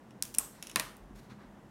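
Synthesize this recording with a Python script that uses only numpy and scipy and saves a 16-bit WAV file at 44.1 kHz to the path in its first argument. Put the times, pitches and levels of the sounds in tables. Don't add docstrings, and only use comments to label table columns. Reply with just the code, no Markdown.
import sys
import numpy as np
from scipy import signal
from scipy.fft import rfft, irfft
from scipy.io import wavfile
from scipy.ndimage import uniform_filter1d

SR = 44100
rng = np.random.default_rng(int(sys.argv[2]) if len(sys.argv) > 2 else 0)


def wav_record(signal):
    frames = np.transpose(np.atleast_2d(signal))
    bounded = np.clip(frames, -1, 1)
    quanta = np.round(bounded * 32767).astype(np.int16)
    wavfile.write(sys.argv[1], SR, quanta)


N = 74970


def amp(db):
    return 10 ** (np.asarray(db) / 20)


def unit(x):
    return x / np.sqrt(np.mean(x ** 2) + 1e-20)


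def decay(t, t60):
    return np.exp(-np.log(1000) * t / t60)


def read(points, hz):
    f, value = np.transpose(points)
    return np.interp(np.log(hz + 1), np.log(f + 1), value)


def add(mix, start_s, sound):
    part = mix[max(round(start_s * SR), 0):][:len(sound)]
    part += sound[:len(part)]


def colour(x, spectrum, tilt=0):
    hz = abs(np.fft.fftfreq(4096, 1 / SR))
    octaves = np.log2(np.maximum(hz, 500) / 4000)
    log_gain = np.log(amp(read(spectrum, hz) + tilt * octaves))
    taps = np.fft.ifft(np.exp(np.conj(signal.hilbert(log_gain)))).real
    return signal.fftconvolve(x, taps[:len(taps) // 2])[:len(x)]


def narrow_noise(hz, width_hz):
    f = np.fft.rfftfreq(N, 1 / SR)
    phases = np.exp(2j * np.pi * rng.random(len(f)))
    return unit(irfft(phases / (1 + (2 * (f - hz) / width_hz) ** 4), N))


def contact(ring_s, crack, rise_s=0.00021, low_hz=3000, low_stretch=2.2):
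    t = np.arange(4096) / SR
    noise = rng.standard_normal(len(t))
    low = signal.sosfilt(signal.butter(2, low_hz, fs=SR, output="sos"), noise)
    low = signal.sosfilt(signal.butter(2, low_hz, fs=SR, output="sos"), low[::-1])[::-1]
    ring = sum(band * np.minimum(t / (rise_s * stretch), 1) * decay(t, ring_s * stretch)
               for band, stretch in [(noise - low, 1), (low, low_stretch)])
    ring /= np.linalg.norm(ring)
    ring[0] += crack
    spectrum = np.fft.fft(ring)
    power = uniform_filter1d(abs(spectrum) ** 2, size=51, mode="wrap")
    flatten = np.exp(-np.conj(signal.hilbert(np.log(power) / 2)))
    return np.fft.ifft(spectrum * flatten).real


def strikes(blows, body, crack, level_db):
    out = np.zeros(N)
    for start, db, ring_s, tilt in blows:
        add(out, start, amp(db + level_db) * colour(contact(ring_s, crack), body, tilt))
    return out


def ringing(blows, modes, level_db, detune=0, rise_cycles=0.89):
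    t, out = np.arange(SR // 2) / SR, np.zeros(N)
    for start, db, *_ in blows:
        for hz, mode_db, t60 in modes:
            envelope = np.minimum(hz * t / rise_cycles, 1) * decay(t, t60)
            turns = hz * (1 + detune * rng.standard_normal()) * t + rng.random()
            add(out, start, amp(db + mode_db + level_db) * envelope * np.sin(2 * np.pi * turns))
    return out


# frequency in Hz, relative level in dB.
AIR_SPECTRUM = [(15, -28), (25, -16), (157, -6), (217, -2), (416, -10.5), (734, -13.5), (887, -15),
                (1070, -16), (1230, -20.5), (1840, -22.5), (2050, -26), (2350, -30), (2990, -30),
                (4490, -37.5), (5430, -36.5), (8590, -39.5), (16000, -46.5)]
# centre in Hz, width in Hz, level in dB.
ROOM_HUM = [(123.9, 8, -67), (203.4, 12, -62)]
# time in seconds, level in dB.
HAND_RUMBLE = [(0, -78), (.35, -64), (.75, -71), (.92, -58), (1.1, -56), (1.25, -70), (1.5, -61),
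               (1.7, -69)]


def background(air_db=-56):
    air_gain = amp(read(AIR_SPECTRUM, np.fft.rfftfreq(N, 1 / SR)))
    air = amp(air_db) * unit(irfft(rfft(rng.standard_normal(N)) * air_gain, N))
    hum = sum(amp(db) * narrow_noise(hz, width) for hz, width, db in ROOM_HUM)
    rumble_db = np.interp(np.arange(N) / SR, *np.transpose(HAND_RUMBLE))
    return air + hum + amp(rumble_db) * narrow_noise(hz=44, width_hz=16)


# frequency in Hz, time to fall 60 dB in seconds.
ROOM_DECAY = [(150, 0.16), (500, .42), (1400, .45), (3700, .42), (8000, 0.41), (15000, 0.37)]


def room(x, build_s=0.0089):
    hz, t, bands = signal.stft(rng.standard_normal(SR * 3 // 4), SR, nperseg=256)
    tail = signal.istft(bands * decay(t, read(ROOM_DECAY, hz)[:, None]), SR, nperseg=256)[1]
    tail *= np.minimum(np.arange(len(tail)) / SR / build_s, 1)
    return signal.fftconvolve(x, tail / np.linalg.norm(tail))[:N]


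def reverb(blows, spectrum, wet_db):
    out = np.zeros(N)
    for start, db, _, tilt in blows:
        add(out, start, amp(db + wet_db) * room(colour(signal.unit_impulse(2048), spectrum, tilt)))
    return out


# delay in seconds, level in dB against the direct sound.
NEAR_ECHOES = [(.0031, -20.5), (.0068, -25.5), (.0098, -27.5), (0.0105, -18), (0.0113, -22)]


def echoes(x):
    out = x.copy()
    for delay, db in NEAR_ECHOES:
        add(out, delay, amp(db) * x)
    return out


# frequency in Hz, relative level in dB, t60 in seconds.
TABLETOP_MODES = [(94, -9.5, 0.19), (135.2, -12, 0.61), (200.7, -4.5, 0.14), (234.5, 0.5, 0.1),
                  (316, -3, 0.063)]
# start in seconds, relative level in dB.
HAND_BUMPS = [(.635, -7), (.732, 1), (1.106, 5.5), (1.19, 6.5), (1.317, 5)]


def table_thuds(clacks):
    under_binder = ringing(clacks, TABLETOP_MODES, level_db=-38.5)
    return under_binder + ringing(HAND_BUMPS, TABLETOP_MODES, level_db=-53)


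# start and length in seconds, level in dB, tilt in dB per octave.
PAPER_STROKES = [(0.514, 0.2, -64.5, 2), (1.149, 0.072, -64, 4), (1.184, 0.024, -61, 3),
                 (1.212, 0.086, -68.5, 2.5), (1.294, 0.048, -55, -2.5), (1.384, 0.11, -59, -5),
                 (1.544, 0.074, -60, -10)]
# frequency in Hz, relative level in dB.
PAPER_SPECTRUM = [(150, -4.5), (500, -9), (1100, 0.5), (2100, -1.5), (3000, -10.5), (4100, -5.5),
                  (5000, -12.5), (6000, -11), (7500, -17.5), (10000, -18), (16000, -26)]


def paper(grain_db=3, swell_skew=0.57):
    t, sheet = np.arange(SR // 4) / SR, np.zeros(N)
    for start, length, db, tilt in PAPER_STROKES:
        slips = rng.standard_normal(len(t)) * amp(grain_db * np.minimum(rng.exponential(1, len(t)), 4))
        swell = abs(np.sin(np.pi * np.minimum(t / length, 1) ** swell_skew))
        add(sheet, start, amp(db) * unit(colour(slips, PAPER_SPECTRUM, tilt)) * swell)
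    return echoes(sheet) + amp(-8) * room(sheet)


# start in seconds, relative level in dB, ring in seconds, tilt in dB per octave.
SPINE_TICKS = [(.1075, -23, .012, -7), (.2523, -10, .008, 3.5), (.3443, -8.5, .007, -2.5),
               (.349, -9, 0.016, -0.5), (.6259, -0.5, 0.0066, 0), (.6705, -8, 0.0073, 1),
               (.6968, -6.5, 0.014, -1), (.7140, -10.5, 0.006, -0.5)]
# frequency in Hz, relative level in dB.
SPINE_CLOSE = [(300, -16.5), (1200, -12.5), (2200, -8.5), (2800, 0), (3300, -5), (3800, -5.5),
               (4700, -17.5), (5500, -4.5), (6100, -5), (6700, -1.5), (8300, -14), (9600, -1), (11200, -7),
               (12300, -11.5), (15500, -24.5)]
SPINE_TO_ROOM = [(200, -1), (1200, 1.5), (2600, 3), (4500, 0.5), (5700, 3), (7500, -4), (10000, 1),
                 (12500, -6.5), (16000, -11)]
# frequency in Hz, relative level in dB, t60 in seconds.
SPINE_PINGS = [(2815, -8, 0.027), (5482, -3, 0.029), (5850, -4.5, .025), (9770, -6, 0.028),
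               (11150, -14.5, .035)]


def spine():
    ticks = strikes(SPINE_TICKS, SPINE_CLOSE, crack=0.2, level_db=-6)
    pings = ringing(SPINE_TICKS, SPINE_PINGS, level_db=-38, detune=0.006)
    return echoes(ticks + pings) + reverb(SPINE_TICKS, SPINE_TO_ROOM, wet_db=-20)


# start in seconds, relative level in dB, ring in seconds, tilt in dB per octave.
CATCH_CLICKS = [(.2245, 0.5, 0.0038, 0), (.3418, -21.5, .006, 1.5), (.3488, -13.5, 0.00405, 2),
                (.9683, -42.5, 0.0052, 10), (1.159, -37, .012, -2)]
# frequency in Hz, relative level in dB.
CATCH_CLOSE = [(100, -24.5), (220, -17), (400, -18.5), (700, -27.5), (1700, -14.5), (2800, -16),
               (3600, -13.5), (4400, -4.5), (4900, -8), (5530, 0.5), (6300, -5.5), (7000, -4.5),
               (7500, -6.5), (8400, 1), (9400, -3.5), (10400, -12.5), (11600, -3.5), (12700, -12),
               (14100, -14.5), (15300, -11), (16000, -9)]
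CATCH_TO_ROOM = [(200, -11), (600, -11.5), (1200, -4), (2000, -5), (3000, -1.5), (4200, -4), (6000, 1),
                 (8300, 1), (10400, -0.5), (13000, -1), (16000, -4)]


def catch():
    clicks = strikes(CATCH_CLICKS, CATCH_CLOSE, crack=0.25, level_db=4.5)
    return echoes(clicks) + reverb(CATCH_CLICKS, CATCH_TO_ROOM, wet_db=-14.5)


# start in seconds, relative level in dB, ring in seconds, tilt in dB per octave.
LATCH_SNAPS = [(.3833, -23, .005, -2.5), (.3846, -1.5, 0.012, 0), (.3851, -5.5, 0.0044, -0.37)]
# frequency in Hz, relative level in dB.
LATCH_CLOSE = [(100, -28), (220, -15), (600, -31), (1700, -26.5), (2800, -21.5), (4400, -29.5), (5500, -16),
               (6200, -22), (7500, -8), (8100, -13), (8850, 0), (9700, -8), (11000, -2), (12100, -11.5),
               (13000, -20), (14200, -23), (15600, -17.5)]
LATCH_TO_ROOM = [(200, -13), (600, -9), (1100, -3.5), (2000, -13.5), (3000, -11.5), (4500, -14.5),
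                 (6000, -8), (7200, -6), (8200, 1.5), (9000, -4.5), (10200, -9), (11300, -4), (12600, -4.5),
                 (14000, -13), (16000, -16)]
# frequency in Hz, relative level in dB, t60 in seconds.
LATCH_RING = [(7740, -4.5, .35), (8120, -5.5, 0.31), (8238, -2.5, .39), (9000, 4, .35)]


def latch():
    snap = strikes(LATCH_SNAPS, LATCH_CLOSE, crack=0.1, level_db=17.5)
    ring = ringing(LATCH_SNAPS, LATCH_RING, level_db=-54)
    return echoes(snap + ring) + reverb(LATCH_SNAPS, LATCH_TO_ROOM, wet_db=-1)


# start in seconds, relative level in dB, ring in seconds, tilt in dB per octave.
RING_CLACKS = [(.7592, 0.5, 0.0084, 0), (.7974, -5, 0.013, 1.34)]
# frequency in Hz, relative level in dB.
RINGS_CLOSE = [(80, -21.5), (230, -10.5), (450, -5), (650, -7.5), (780, -16), (1050, 4), (1500, -6.5),
               (1850, 3), (2150, -2.5), (2600, 2.5), (3150, -11), (3650, -1.5), (4100, -1), (4600, -3.5),
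               (5700, -6), (6100, -7.5), (6800, -5.5), (7500, -8.5), (8200, -8.5), (8800, -4), (9600, -1),
               (10500, -13.5), (11000, -7.5), (11800, -9), (13100, -10), (14000, -15), (15800, -20)]
RINGS_TO_ROOM = [(100, -11), (240, 4), (450, -5.5), (750, -4.5), (1100, 1), (1500, -1.5), (2000, -5),
                 (2700, -5.5), (3300, -8), (4000, -10.5), (6000, -13), (8000, -15.5), (9600, -11),
                 (11000, -17), (12800, -15.5), (14000, -20), (16000, -27)]
# frequency in Hz, relative level in dB, t60 in seconds.
BINDER_RING = [(635, -1.5, 0.12), (880, -46, 0.13), (1016, 2, 0.063), (1157, -2, .18), (1738, 0.5, 0.13),
               (1837, 0, 0.09), (1835, -4.5, 0.39), (2240, -10, .17), (2540, -11, 0.094), (3430, -15, .11),
               (4000, -4, 0.18), (4800, -11, 0.061)]


def rings():
    clacks = strikes(RING_CLACKS, RINGS_CLOSE, crack=0.53, level_db=8)
    binder = ringing(RING_CLACKS, BINDER_RING, level_db=-41.5)
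    return echoes(clacks + binder) + reverb(RING_CLACKS, RINGS_TO_ROOM, wet_db=3.5)


def scene():
    return (background() + table_thuds(RING_CLACKS) + paper() + spine() + catch() + latch() + rings())[None]


def record(dry, low_cut_hz=33, edge_hz=16000):
    cut = signal.sosfilt(signal.butter(4, low_cut_hz, "highpass", fs=SR, output="sos"), dry)
    band_limit = signal.firwin(161, edge_hz, window=("kaiser", 9), fs=SR)
    return signal.oaconvolve(cut, band_limit[None], "same")


dry = scene()
out = record(dry)
wav_record(out)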